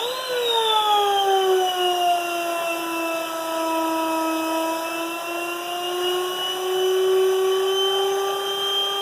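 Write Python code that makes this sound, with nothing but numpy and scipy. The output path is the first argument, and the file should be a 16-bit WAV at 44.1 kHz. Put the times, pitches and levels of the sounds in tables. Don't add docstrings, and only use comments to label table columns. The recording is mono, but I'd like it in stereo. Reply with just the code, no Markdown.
import sys
import numpy as np
from scipy import signal
from scipy.fft import rfft, irfft
from scipy.io import wavfile
from scipy.ndimage import uniform_filter1d

SR = 44100
rng = np.random.default_rng(int(sys.argv[2]) if len(sys.argv) > 2 else 0)


def dump_mix(stems):
    frames = np.atleast_2d(stems).T
    limited = np.clip(frames, -1, 1)
    pcm = np.round(limited * 32767).astype(np.int16)
    wavfile.write(sys.argv[1], SR, pcm)


N = 397341

# t/s, f/Hz
SHAFT_SPEED = [(0.0, 443.4), (0.04, 471.4), (0.08, 492.3), (0.12, 507.3), (0.16, 513.8), (0.2, 515.2),
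               (0.24, 514.9), (0.52, 462.9), (0.72, 436.1), (0.96, 412.8), (1.1, 401.7), (1.5, 376.4),
               (1.8, 361.7), (2.2, 347.1), (2.7, 335.9), (3.3, 327.7), (4.4, 322.0), (4.8, 326.7),
               (5.9, 356.2), (6.4, 366.8), (7.1, 376.5), (7.5, 379.2), (7.8, 385.7), (8.2, 391.6),
               (8.8, 396.8), (9.0, 397.7)]
FAINT_ORDERS = [1.085, 1.915, 2.085, 2.83, 2.915, 3.085, 3.915, 4.09, 9, 10, 11, 12]
FAINT_LEVELS = [-49.5, -52, -48.5, -55.5, -50, -49.5, -50.5, -51, -54, -57, -55.5, -64]
# f/Hz, left level/dB rms, right level/dB rms, left lead/rad
STANDING_1 = [(322.0, -24.0, -28.0, -0.2), (325.3, -26.0, -31.5, 0.2), (327.3, -30.5, -40.5, 2.4),
              (331.8, -25.5, -30.5, 5.0), (335.9, -29.0, -37.0, 4.1), (338.7, -47.5, -33.5, 2.4),
              (339.6, -40.5, -31.0, 0.5), (341.0, -33.0, -31.5, 0.2), (355.0, -36.0, -26.0, 4.9),
              (358.0, -26.5, -24.0, 5.6), (362.0, -25.0, -25.5, 6.4), (366.0, -28.5, -45.5, 5.6),
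              (367.0, -29.0, -33.0, 4.1), (371.2, -23.5, -21.5, 5.4), (376.0, -17.0, -19.0, 5.6),
              (380.0, -22.0, -21.0, 5.6), (391.0, -23.0, -23.5, 6.3), (393.9, -27.0, -32.5, 6.2),
              (397.0, -33.0, -32.5, 6.1), (398.0, -28.0, -29.0, 6.4), (403.5, -22.5, -26.0, 6.4),
              (410.5, -24.0, -28.5, 6.8), (417.5, -29.5, -47.5, 6.1), (421.0, -26.5, -35.5, 5.5),
              (428.0, -36.0, -35.5, 5.7), (445.5, -26.0, -23.5, 6.2), (491.0, -20.5, -28.5, 6.2),
              (505.0, -23.5, -25.5, 6.6), (512.0, -32.0, -46.0, 6.9), (515.2, -31.5, -36.0, 5.2)]
# f/Hz, left level/dB rms, right level/dB rms, left lead/rad
STANDING_2 = [(644, -30.0, -32.0, -0.8), (651, -28.5, -24.0, -0.7), (655, -28.5, -31.5, -1.0),
              (657, -42.5, -35.5, -1.8), (658, -43.0, -29.5, -0.3), (663, -32.0, -25.0, -0.9),
              (666, -32.0, -30.5, -2.1), (674, -28.5, -22.0, -5.0), (676, -30.0, -26.0, -5.0),
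              (682, -23.5, -26.0, -5.4), (688, -26.5, -27.0, -5.7), (692, -27.5, -38.0, -6.0),
              (696, -24.0, -23.5, -6.5), (703, -18.5, -16.5, -6.2), (714, -24.5, -23.5, -5.9),
              (718, -21.0, -23.0, -5.9), (732, -26.5, -26.0, -6.2), (736, -28.5, -30.0, -5.9),
              (743, -21.5, -21.0, -5.7), (749, -28.5, -28.5, -5.6), (754, -22.5, -25.0, -5.6),
              (768, -26.5, -31.5, -6.1), (777, -18.0, -20.5, -6.4), (788, -22.5, -25.0, -6.2),
              (835, -17.0, -20.5, -6.5), (842, -18.0, -21.0, -6.5), (856, -24.0, -31.0, -7.1),
              (863, -21.5, -18.5, -7.0), (870, -19.0, -18.0, -6.8), (884, -25.0, -27.0, -6.8),
              (898, -29.5, -23.0, -6.9), (905, -34.0, -27.5, -6.3), (919, -20.5, -21.0, -6.3),
              (961, -47.0, -43.5, -5.0), (975, -38.5, -38.0, -5.7), (1030, -39.5, -38.0, -6.1)]
# f/Hz, level/dB rms
STANDING_3 = [(966, -33), (970, -25.5), (972, -27), (976, -24), (988, -39.5), (994, -31), (1013, -39),
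              (1015, -34), (1056, -44), (1084, -36.5), (1119, -44.5), (1122, -40), (1274, -25), (1284, -31),
              (1316, -26.5), (1366, -40), (1378, -34.5), (1389, -45), (1420, -39.5), (1452, -56),
              (1484, -31), (1545, -40)]
# f/Hz, level/dB rms
STANDING_4 = [(1288, -33), (1375, -40), (1383, -36), (1404, -46), (1464, -36), (1477, -58), (1496, -37.5),
              (1511, -45), (1614, -38.5), (1670, -49), (1821, -42), (1838, -53), (1973, -51), (2060, -50)]
# f/Hz, level/dB rms
STANDING_8 = [(2576, -35), (2608, -38.5), (2618, -52.5), (2623, -36.5), (2657, -31.5), (2669, -37.5),
              (2692, -29), (2700, -37), (2715, -38), (2768, -29.5), (2777, -31), (2805, -33), (2842, -31),
              (2880, -27.5), (2904, -35.5), (2920, -30.5), (2938, -27), (2958, -27), (2960, -35.0),
              (2968, -30), (2992, -34.5), (3000, -36.5), (3016, -34.5), (3023, -47), (3040, -28.5),
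              (3057, -39.5), (3066, -26.0), (3109, -30.5), (3128, -39.5), (3144, -30.5), (3151, -29.5),
              (3168, -22), (3192, -36.5), (3340, -26), (3368, -29.5), (3396, -35), (3424, -21), (3480, -32),
              (3508, -24.5), (3564, -24.5), (3592, -41), (3620, -26), (3844, -27.5), (3872, -55),
              (3928, -25), (3956, -49.5), (3984, -33), (4012, -34.5), (4096, -33.5), (4122, -30.5)]
# shaft orders weaken while the rotor gains speed.
# t/s, order 1 level/dB, order 2 level/dB, order 3 level/dB, order 4 level/dB
DRIVEN_TRIM = [(0.0, -5, -13, -14, -12), (0.22, -3, 5.5, -4, -7), (0.32, 0, 0, -1.5, 2.5),
               (4.4, 1, -1, -1.5, -0.5), (4.9, -0.5, -2.5, -5, -4), (5.6, 1.5, -10.5, 2.5, -4),
               (7.0, 0, -12.5, 2, -4.5), (9.0, 0, -13.5, -1, -4.5)]
# f/Hz, level/dB rms
WEAK_5 = [(1610, -42.0), (1687, -48.5), (2000, -51), (2175, -33), (2368, -53.5), (2576, -55.0)]
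# f/Hz, level/dB rms
WEAK_6 = [(1933, -53.0), (2396, -53), (2464, -40), (2904, -51), (3091, -41)]
# f/Hz, level/dB rms
WEAK_7 = [(2255, -66.5), (2781, -51.5), (3118, -36.5), (3314, -48), (3606, -45)]
# f/Hz, level/dB rms
WEAK_16 = [(5154, -47), (5360, -54), (5581, -56), (5890, -51), (5968, -45), (6218, -45), (6274, -41.5),
           (6309, -52), (6330, -46), (6800, -45), (7200, -50), (7600, -44), (8000, -50), (8242, -52)]
# f/Hz, level/dB rms
WEAK_24 = [(7730, -59), (8700, -60), (9053, -56), (9768, -60), (10300, -52), (11000, -44), (11600, -47),
           (12362, -46)]
# f/Hz, level/dB rms
COMPANION = [(678, -43), (710, -42), (740, -58), (756, -44.5), (782, -42), (785, -52), (811, -37.5),
             (816, -47.5), (882, -51), (910, -38), (946, -38), (1064, -56)]
# t/s, level/dB
AIR_FLOW = [(0.0, -43), (0.22, -46), (0.5, -42.5), (1.1, -43), (2.6, -41), (3.2, -42), (4.7, -41),
            (5.1, -43), (5.9, -43), (6.1, -41), (7.0, -43), (9.0, -43)]
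# f/Hz, relative level/dB per Hz
ROAR_COLOUR = [(25, -52), (78, -26), (110, -73), (130, -13.5), (250, -19.5), (340, -5.5), (480, -10),
               (620, -3), (900, -6.5), (1250, -9), (1750, -4.5), (3200, -12), (4300, -13), (5300, -36.5)]
# f/Hz, width/Hz, relative level/dB
CASING_MODES = [(551.5, 47, -1), (607, 48, 0.5), (681, 45, -4), (2337, 23.5, 8.5), (2660, 310, -6),
                (3020, 245, -2)]
# f/Hz, relative level/dB per Hz
HISS_COLOUR = [(3500, -28), (4900, 6), (5350, -1), (6700, 0.5), (7800, -5.5), (8600, -2), (9400, -4.5),
               (10000, -3), (11000, -0.5), (12600, 0), (13100, -5), (14700, 1.5), (15200, -10),
               (15500, -16)]
# f/Hz, width/Hz, relative level/dB
NOZZLE_MODES = [(4806, 120, 4.5), (5640, 66, 6.5), (6090, 330, 5), (7180, 74, 6), (8340, 130, -3.5),
                (8890, 170, 0), (9930, 270, 0), (10850, 150, 5), (12800, 100, -5), (14800, 260, -8)]
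# f/Hz, left-right likeness (-1 to 1)
LIKENESS = [(60, .3), (160, .65), (380, .7), (520, .4), (950, .97), (1250, .98), (1700, -.1), (2080, -.97),
            (2300, -.98), (2700, .1), (3250, .97), (3650, .9), (4150, -1), (4650, -1), (5450, .7),
            (6200, .42)]
# f/Hz, left minus right level/dB
BALANCE = [(25, 2), (120, 3.5), (400, .8), (2200, 0), (3000, 1.5), (4400, 0), (5700, 3), (7000, 5),
           (9000, 8), (11500, 6.5), (14000, 2.5), (15500, 0)]

EARLY = SR // 2
STEP = 64
BUILD_S, BUILD_1_S, BUILD_8_S = 0.036, 0.015, 0.002
WEAK_ORDERS_WANDER_DB, PORTS_WANDER_DB = 1.5, 3.5
COMPANION_HZ = 32.89
ORDER_32_DB = -63
LEAD_FROM_HZ, LEAD_S = 5370, 0.000406
MIDDLE_HZ = 370
EDGE_HZ = 15490


def order_levels(now, slow_hz):
    def delayed(lag_s):
        return np.interp(now - lag_s, now, slow_hz)

    late_hz = delayed(BUILD_S)
    sided = {1: follow(STANDING_1, delayed(BUILD_1_S)), 2: follow(STANDING_2, 2 * late_hz)}
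    level_db = {}
    for k, (left_db, right_db, _) in sided.items():
        mean_power = (gain_of(left_db) ** 2 + gain_of(right_db) ** 2) / 2
        level_db[k] = 10 * np.log10(mean_power)

    weak = {5: WEAK_5, 6: WEAK_6, 7: WEAK_7, 16: WEAK_16, 24: WEAK_24}
    for k, table in {3: STANDING_3, 4: STANDING_4, **weak}.items():
        level_db[k] = follow(table, k * late_hz)[0]
    for k, trim_db in enumerate(follow(DRIVEN_TRIM, now), 1):
        level_db[k] = level_db[k] + trim_db

    *weak_wander, companion_wander, ports_pan = drift(count=7, rate=3)
    for k, wander in zip(weak, weak_wander):
        level_db[k] = level_db[k] + WEAK_ORDERS_WANDER_DB * wander
    level_db[8] = follow(STANDING_8, 8 * delayed(BUILD_8_S))[0]
    level_db[32] = ORDER_32_DB
    level_db.update(zip(FAINT_ORDERS, FAINT_LEVELS))

    companion_db = follow(COMPANION, 2 * late_hz + COMPANION_HZ)[0]
    companion_db = companion_db + WEAK_ORDERS_WANDER_DB * companion_wander
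    lines = [(k, 0, db) for k, db in level_db.items()]
    lines.append((2, COMPANION_HZ, companion_db))
    return lines, sided, ports_pan


def turbine_tones(hz, t):
    now, slow_hz = t[::STEP], hz[::STEP]
    lines, sided, ports_pan = order_levels(now, slow_hz)
    glide = abs(uniform_filter1d(np.gradient(hz) * SR, size=SR // 2))[::STEP]
    flutter = drift(count=len(lines), rate=14)
    turns = np.cumsum(hz) / SR
    direct, feed = np.zeros((2, len(t))), np.zeros(len(t))

    for (k, above_hz, db), shake in zip(lines, flutter):
        pan_db, same = read(BALANCE, k * slow_hz), read(LIKENESS, k * slow_hz)
        apart = lead(k * slow_hz) - np.arccos(same + 0.3 * (1 - same ** 2))
        if k in sided and not above_hz:
            left_db, right_db, apart = sided[k]
            pan_db = left_db - right_db
        if k == 8:
            pan_db = pan_db + PORTS_WANDER_DB * ports_pan

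        flicker_db = 1.16 * np.log(1 + k) * shake
        size = np.sqrt(2) * gain_of(db + flicker_db)
        left_share = 1 / (1 + gain_of(-pan_db) ** 2)
        sweep = (k ** 2 * glide / 3000) ** 2
        echoed = 0.015 + 0.6 * sweep / (1 + sweep) / (1 + (k / 20) ** 2)

        left_size = size * np.sqrt(2 * left_share * (1 - echoed))
        right_size = size * np.sqrt(2 * (1 - left_share) * (1 - echoed))
        wet_size = size * np.sqrt(echoed)
        controls = left_size, right_size, wet_size, apart / 2
        left, right, wet, half = [np.interp(t, now, v) for v in controls]
        phase = 2 * np.pi * (k * turns + above_hz * t + rng.random())
        direct[0] += left * np.sin(phase + half)
        direct[1] += right * np.sin(phase - half)
        feed += wet * np.sin(phase)
    return direct, feed


def workshop_echo(x, t60):
    taps = np.zeros((2, EARLY))
    slots = np.arange(300, EARLY - 20, 20)
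    at = slots + rng.integers(0, 20, (2, len(slots)))
    np.put_along_axis(taps, at, rng.choice([-1., 1.], at.shape), 1)
    taps *= gain_of(-60 * np.arange(EARLY) / SR / t60)

    hz = np.fft.rfftfreq(EARLY, 1 / SR)
    same = np.clip(read(LIKENESS, hz), -1, 1)
    shared, separate = rfft(taps / np.linalg.norm(taps[0]))
    side = gain_of(read(BALANCE, hz) / 2)
    other = same * shared + np.sqrt(1 - same ** 2) * separate
    taps = irfft([shared * side, other / side], EARLY)
    return signal.fftconvolve(x[None], taps, axes=1)[:, :len(x)]


def casing_roar(air_db, pace):
    level_db = -33 + 0.65 * (air_db + 43.5) + 5 * pace
    return airy(ROAR_COLOUR, CASING_MODES, level_db, modes_db=9 * pace, patchy_db=2.04, ripple_db=0.44)


def jet_hiss(air_db):
    steady_db = np.zeros_like(air_db)
    return airy(HISS_COLOUR, NOZZLE_MODES, air_db + 5.0, modes_db=steady_db, patchy_db=1.3, ripple_db=0.91)


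def airy(spectrum, modes, level_db, modes_db, patchy_db, ripple_db):
    frames, hz = N // 512 + 5, np.fft.rfftfreq(2048, 1 / SR)
    a, b, c, d, patches = rng.standard_normal((frames, 1025, 5)).T
    ripple = evened(uniform_filter1d(rng.standard_normal((1025, 1)), size=3, axis=0))
    patches = uniform_filter1d(patches, size=16, axis=0)
    patches = evened(uniform_filter1d(patches, size=6, axis=1))

    ringing = sum(gain_of(db) ** 2 / (1 + (2 * (hz - f) / w) ** 2) ** 2 for f, w, db in modes)
    frame_at = np.minimum(np.arange(frames) * 512, N - 1)
    ringing = np.outer(ringing, gain_of(modes_db[frame_at]) ** 2)
    power = gain_of(read(spectrum, hz))[:, None] ** 2 + ringing

    same = np.clip(read(LIKENESS, hz), -1, 1)[:, None]
    shared, separate = a + 1j * b, c + 1j * d
    other = same * shared + np.sqrt(1 - same ** 2) * separate
    side = gain_of(read(BALANCE, hz) / 2)[:, None]
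    z = np.array([shared * np.exp(1j * lead(hz))[:, None] * side, other / side])
    z *= np.sqrt(power) * gain_of(patchy_db * patches + ripple_db * ripple)
    noise = signal.istft(z, nperseg=2048, noverlap=1536)[1][:, :N]
    return evened(noise) * gain_of(level_db)


def lead(hz):
    return 2 * np.pi * LEAD_S * np.maximum(hz - LEAD_FROM_HZ, 0)


def drift(count, rate):
    points = rng.standard_normal((count, 400))
    at = np.arange(0, N + EARLY, STEP) * rate / SR
    return [evened(np.interp(at, np.arange(400), row)) for row in points]


def follow(rows, x):
    key, *columns = np.transpose(rows)
    return [np.interp(x, key, column) for column in columns]


def read(points, hz):
    f, value = np.transpose(points)
    return np.interp(np.log(hz + 1), np.log(f + 1), value)


def gain_of(db):
    return 10 ** (np.asarray(db) / 20)


def evened(x):
    return x / np.sqrt(np.mean(x ** 2) + 1e-20)


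def scene():
    t = np.arange(-EARLY, N) / SR
    racing_up = 650 * np.minimum(t, 0)
    hz = uniform_filter1d(follow(SHAFT_SPEED, t)[0] + racing_up, size=SR // 24)
    direct, feed = turbine_tones(hz, t)
    whine = (direct + workshop_echo(feed, t60=0.57))[:, EARLY:]
    air_db = follow(AIR_FLOW, t[EARLY:])[0]
    pace = np.log(hz[EARLY:] / MIDDLE_HZ)
    return whine + casing_roar(air_db, pace) + jet_hiss(air_db)


def record(dry):
    lowpass = signal.firwin(1535, EDGE_HZ, window=("kaiser", 9), fs=SR)
    return signal.oaconvolve(dry, lowpass[None], "same")


dry = scene()
out = record(dry)
dump_mix(out)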